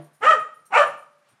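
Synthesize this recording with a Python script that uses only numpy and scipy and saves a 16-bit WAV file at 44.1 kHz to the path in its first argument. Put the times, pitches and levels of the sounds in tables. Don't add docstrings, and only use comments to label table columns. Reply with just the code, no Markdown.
import sys
import numpy as np
from scipy import signal
from scipy.fft import rfft, irfft, next_fast_len
from scipy.io import wavfile
from scipy.ndimage import uniform_filter1d, minimum_filter1d, map_coordinates

SR = 44100
rng = np.random.default_rng(int(sys.argv[2]) if len(sys.argv) > 2 else 0)


def rack_gain(trim_db):
    fader = np.asarray(trim_db, float)
    return 10 ** (fader / 20)


def dump_mix(stems):
    frames = np.atleast_2d(stems).T
    limited = np.clip(frames, -1, 1)
    pcm = np.round(limited * 32767).astype(np.int16)
    wavfile.write(sys.argv[1], SR, pcm)


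N = 61739
T = np.arange(N) / SR


def unit(x):
    return x / np.sqrt(np.mean(x ** 2) + 1e-20)


def along(points, hz):
    f, value = np.transpose(points)
    return np.interp(np.log(hz + 1), np.log(f + 1), value)


def wobble(per_s):
    return map_coordinates(rng.standard_normal(N // 8), [T * per_s])


def filtered(x, response):
    m = next_fast_len(N + SR // 2)
    return irfft(rfft(x, m) * response(np.fft.rfftfreq(m, 1 / SR)), m)[:N]


def hiss(spectrum):
    return unit(filtered(rng.standard_normal(N), lambda hz: rack_gain(along(spectrum, hz))))


# f/Hz, relative density/dB per Hz
HUSH_COLOUR = [(20, -29), (60, -22), (140, 3.5), (330, -11), (700, -5), (1500, -3), (3000, -15.5),
               (5000, -19), (10000, -24), (13000, -33.5), (15500, -51), (17000, -102)]
HUSH_DB = -67


def hush():
    return rack_gain(HUSH_DB) * hiss(HUSH_COLOUR)


# f/Hz, fall by 60 dB t/s
HALL_T60 = [(200, 0.8), (550, 0.34), (900, 0.48), (1230, 0.46), (1800, 0.4), (3500, 0.44), (9000, 0.46)]
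HALL_DB, NEAR_WALLS_DB, NEAR_WALLS_T60_S = -8.5, -5, 0.048
HALL_DELAY_S = 0.006


def hall(x):
    t = T[:SR]
    hz, frame_t, z = signal.stft(rng.standard_normal(SR), SR, nperseg=256)
    fade = rack_gain(-60 * frame_t / along(HALL_T60, hz)[:, None])
    tail = signal.istft(z * fade, SR, nperseg=256)[1][:SR]
    sparse = rng.standard_normal(SR) * (rng.random(SR) < .02)
    near = sparse * rack_gain(-60 * t / NEAR_WALLS_T60_S)
    onset = np.clip(t / HALL_DELAY_S - 1, 0, 1)
    answer = np.zeros(SR)
    for db, part in ((HALL_DB, tail), (NEAR_WALLS_DB, near)):
        answer += rack_gain(db) * part * onset / np.linalg.norm(part * onset)
    return x + signal.fftconvolve(x, answer)[:N]


# f/Hz, level/dB, fall by 60 dB t/s
THUD_MODES = [(150, -38, 0.3), (327.7, -39, .17), (510, -59, 0.26), (590, -39.5, 0.19), (690, -51.5, 0.35),
              (930, -66.5, .5), (1150, -62, 0.67)]
THUD_AIR_DB, THUD_AIR_T60_S = -50.5, .45


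def thud():
    ring = np.zeros(N)
    for hz, db, t60 in THUD_MODES:
        level = rack_gain(db + 2.5 * wobble(35) - 60 * T / t60)
        ring += level * np.sin(2 * np.pi * (hz * T + rng.random()))
    air = hiss([(60, -31.5), (150, -5), (330, -5), (600, -3.5), (1500, -15.5), (3500, -25),
                (8000, -44.5), (16000, -60)])
    return ring + rack_gain(THUD_AIR_DB - 60 * T / THUD_AIR_T60_S) * air


# f/Hz, relative density/dB per Hz
RUSTLE_COLOUR = [(150, -43), (400, -11.5), (900, -2.5), (1700, -6), (3000, -8), (5000, -15.5),
                 (9000, -27.5), (13000, -40), (16000, -70)]
RUSTLE_S, RUSTLE_RISE_S, RUSTLE_FALL_S, RUSTLE_DB = 1.29, 0.039, 0.078, -65.5


def rustle():
    time_constant = np.where(T < RUSTLE_S, RUSTLE_RISE_S, RUSTLE_FALL_S)
    swell = np.exp(-np.abs(T - RUSTLE_S) / time_constant)
    return rack_gain(RUSTLE_DB + 1.5 * wobble(56)) * swell * hiss(RUSTLE_COLOUR)


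# t/s of the peak, level/dB relative to one another
PATS = [(.425, -55), (.625, -75), (0.901, -56.5), (0.948, -58.5), (1.09, -75), (1.337, -65.5)]
PAW_HZ, PAW_WIDTH_HZ, PAW_RISE_S, PAW_T60_S = 146, 70, 0.042, 0.083


def paws():
    shape = np.zeros(N)
    for s, db in PATS:
        rise = np.clip(1 + (T - s) / PAW_RISE_S, 0, 1)
        shape += rise * rack_gain(db - 60 * np.clip(T - s, 0, None) / PAW_T60_S)
    floor = lambda f: 1j * f * PAW_WIDTH_HZ / (PAW_HZ ** 2 - f * f + 1j * f * PAW_WIDTH_HZ)
    return rack_gain(3.5) * shape * unit(filtered(rng.standard_normal(N), floor))


JINGLE_STARTS = [.004, .04, .13, .14, .2, .262, .396, .54, .59, .654, .79, .86, .97, 1.005, 1.107, 1.18,
                 1.286]
# relative level/dB, rattle length t/s, share of the second tag 0-1
JINGLE_HITS = [(-64.5, 0.033, 0.8), (-59, .008, 0), (-65.5, .005, 1), (-58, 0.011, 0.8), (-61, 0.018, .2),
               (-52, .03, 0.4), (-54.5, 0.0069, 0.1), (-62.5, 0.005, 0.96), (-70, .01, 0.96),
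               (-51.5, 0.013, 0), (-44.5, 0.034, 0.74), (-52, 0.022, 0.8), (-60, 0.036, 0.6),
               (-63.5, .03, 0.46), (-73, .03, 0.7), (-74.5, .01, 0.87), (-60, .02, 0.37)]
# f/Hz, level/dB, fall by 60 dB t/s
TAG_MODES = [
    [(5750, -12, .08), (7600, -19.5, .07), (8800, -3, .08), (11100, -14.5, 0.12), (12700, -15.5, .1)],
    [(5400, -19, 0.099), (6800, -19.5, 0.29), (9260, -3.5, .14), (10480, -9.5, 0.18), (12600, -12.5, .2)],
]
TAG_WAVER_HZ = 70
SCRAPE_DB, SCRAPE_T60_S = -3, 0.039


def tags():
    out, t = np.zeros(N), T[:SR // 4]
    later = np.arange(12).clip(0, 1)
    for s, (db, length, share) in zip(JINGLE_STARTS, JINGLE_HITS):
        when, size = rng.random((2, 12))
        kicks = np.zeros(N)
        contacts = np.round((s + length * when * later) * SR).astype(int)
        kicks[contacts] = rack_gain(db - 7 * size * later - 3)
        share = np.clip(share, 0, 1)
        ring = np.zeros(len(t))
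        for part, modes in zip((1 - share, share), TAG_MODES):
            for hz, level, t60 in modes:
                phase = 2 * np.pi * np.cumsum(hz + TAG_WAVER_HZ * wobble(150)[:len(t)]) / SR
                ring += part * rack_gain(level + rng.normal(0, 1.9) - 60 * t / t60) * np.sin(phase)
        scrape = rack_gain(SCRAPE_DB - 60 * t / SCRAPE_T60_S) * rng.standard_normal(len(t))
        rise = 1 - np.exp(-t / 0.0013)
        out += signal.fftconvolve(kicks, (ring + scrape) * rise)[:N]
    return filtered(out, lambda f: 1 / np.sqrt((1 + (4300 / (f + 1)) ** 6) * (1 + (f / 13000) ** 12)))


THROAT_LOW_HZ, THROAT_TOP_HZ = 410, 3230


def throat(peaks):
    def response(f):
        total = 0
        for k, (centre, width, db) in enumerate(peaks):
            resonance = 1j * f * width / (centre * centre - f * f + 1j * f * width)
            total = total + (-1) ** k * rack_gain(db) * resonance
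        return total / np.sqrt((1 + (THROAT_LOW_HZ / (f + 1)) ** 8) * (1 + (f / THROAT_TOP_HZ) ** 24))
    return response


# f/Hz, width f/Hz, level/dB
MUFFLED_MOUTH = [(480, 200, -8), (850, 250, 1.5), (1260, 200, -13.5)]
# f/Hz, width f/Hz, level/dB
WIDE_MOUTH = [(637, 900, -12.5), (1262, 248, 9.5), (1800, 320, 1.5), (2315, 1100, -10.5), (3217, 300, -20)]
# f/Hz, relative density/dB per Hz
RASP_COLOUR = [(2500, -33.5), (3400, -2.5), (3900, -2), (4400, -3), (5000, -8.5), (5700, -3), (6400, -10.5),
               (7200, -0.5), (7700, -6.5), (8200, -6), (9000, -10), (10700, -20), (12000, -35.5),
               (14000, -47.5), (16000, -86.5)]
# f/Hz, relative density/dB per Hz
CHEST_COLOUR = [(20, -16), (60, -10.5), (150, -10.5), (300, -1), (450, -1.5), (800, -51)]
EFFORT_TRIM_DB, JITTER, SHIMMER_DB, RELEASE_S = -1, 0.0074, 1.5, 0.0066
LIPS_PART_DB, LIPS_SPAN_DB = -45.5, 17
RASP_DB, RASP_GROWS, RASP_LAG_S = -30.5, 0.89, 0.005
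CHEST_DB, CHEST_GROWS = -45.5, 0.21


def bark(rows, narrow):
    s, *columns = np.transpose(rows)
    hz, db, rough, opening, first_db = [np.interp(T, s, c) for c in columns]
    rough, opening = np.clip(rough, 0, 1), np.clip(opening, 0, 1)

    phase = 2 * np.pi * np.cumsum(hz * (1 + JITTER * (1 + 4 * rough) * wobble(160))) / SR
    overtones = sum(rack_gain(SHIMMER_DB * wobble(60)) * np.cos(k * phase) for k in range(2, 9))
    pulses = rack_gain(first_db) * np.cos(phase) / 2 + overtones / 2
    breath = unit(filtered((1 + np.cos(phase)) * rng.standard_normal(N), lambda f: f < 4500))

    edge = np.clip((T - s[0]) / 0.007, 0, 1) * np.exp(-np.clip(T - s[-1], 0, None) / RELEASE_S)
    level = edge * rack_gain(db + EFFORT_TRIM_DB + SHIMMER_DB * wobble(70))
    source = level * (np.sqrt(1 - rough) * pulses + np.sqrt(rough) * breath)

    parted = np.clip((np.maximum.accumulate(db) - LIPS_PART_DB) / LIPS_SPAN_DB, 0, 1) ** 2
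    voice = filtered(source * (1 - parted), throat(MUFFLED_MOUTH))
    voice += filtered(source * parted * (1 - opening), throat(narrow))
    voice += filtered(source * parted * opening, throat(WIDE_MOUTH))

    rasp_level = rack_gain(RASP_DB + RASP_GROWS * np.interp(T - RASP_LAG_S, T, db))
    rasp = edge * rasp_level * (1 + np.cos(phase) / 2) * hiss(RASP_COLOUR)
    chest = edge * rack_gain(CHEST_DB + CHEST_GROWS * db) * hiss(CHEST_COLOUR)
    return 2 * voice + rasp + chest


# t/s, pitch f/Hz, effort level/dB, roughness 0-1, mouth opening 0-1,
# fundamental over the overtones level/dB
YELP = [(.203, 363.4, -61.5, .3, 0.2, -18.5), (.215, 410, -35.5, 0.4, 0.6, -8.5),
        (.233, 437.3, -18.5, 0.05, 0.27, 2), (.245, 507.2, -15.5, 0.42, 0.64, 6.5),
        (.257, 567.2, -16.5, 0, 0.21, -5.5), (.27, 611.4, -13.5, 0.19, 0.91, 1),
        (.29, 643, -13.5, 0.01, 1, -1.5), (.311, 625.6, -13.5, 0.17, 0.03, 0),
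        (.325, 627.5, -16.5, 0.09, 0.97, -3.5), (.336, 564.8, -23, .2, 0.4, 5),
        (.36, 462, -31, 0.3, 0.7, 16), (.39, 374.6, -45, 0, 0.5, 9.5)]
# f/Hz, width f/Hz, level/dB
NARROW_MOUTH = [(574, 250, 0), (902, 83, 0), (1422, 200, 5.5), (2480, 140, -13.5), (2730, 240, -8)]


def first_bark():
    return bark(YELP, NARROW_MOUTH)


# t/s, pitch f/Hz, effort level/dB, roughness 0-1, mouth opening 0-1,
# fundamental over the overtones level/dB
HOARSE_BARK = [(.7, 399.5, -57.5, .6, 0.15, -15), (.715, 379.9, -38.5, 1, 0.28, -17),
               (.728, 366, -26, 0.66, 0.14, -15), (.748, 444.1, -11.5, 0.32, 0.34, -40.5),
               (.756, 471, -16.5, .4, .2, 7), (.766, 487.7, -14.5, 0.19, 0.24, 18.5),
               (.776, 609.9, -5.5, 0.14, 0.59, 1), (.79, 594.6, -15.5, .2, 0.57, 11),
               (.803, 586.6, -12.5, 0.28, 0.55, 17.5), (.82, 591.3, -19.5, 0.61, 0.97, 22),
               (.835, 590, -28, .3, 0.82, -11), (.87, 509.6, -30.5, 0.59, 0.4, 19.5)]
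# f/Hz, width f/Hz, level/dB
STRAINED_MOUTH = [(709.5, 210, 6.5), (852, 300, 7), (1463, 210, 5), (1752, 650, -2), (2395, 260, 1),
                  (2615, 350, -5), (2900, 220, -9)]


def second_bark():
    return bark(HOARSE_BARK, STRAINED_MOUTH)


def scene():
    room = hall(first_bark()) + hall(second_bark()) + hall(tags())
    return (room + paws() + thud() + rustle() + hush())[None]


def top_cut(x):
    return signal.sosfilt(signal.butter(12, 15700, fs=SR, output="sos"), x)


MIC_LOW_HZ, LIMITER_CEILING = 105, .69


def record(dry):
    x = filtered(dry[0], lambda f: (f / np.hypot(f, MIC_LOW_HZ)) ** 2)
    gain = minimum_filter1d(LIMITER_CEILING / np.maximum(np.abs(x), LIMITER_CEILING), size=441)
    x = x * uniform_filter1d(gain, size=441)
    return top_cut(x[None])


dry = scene()
out = record(dry)
dump_mix(out)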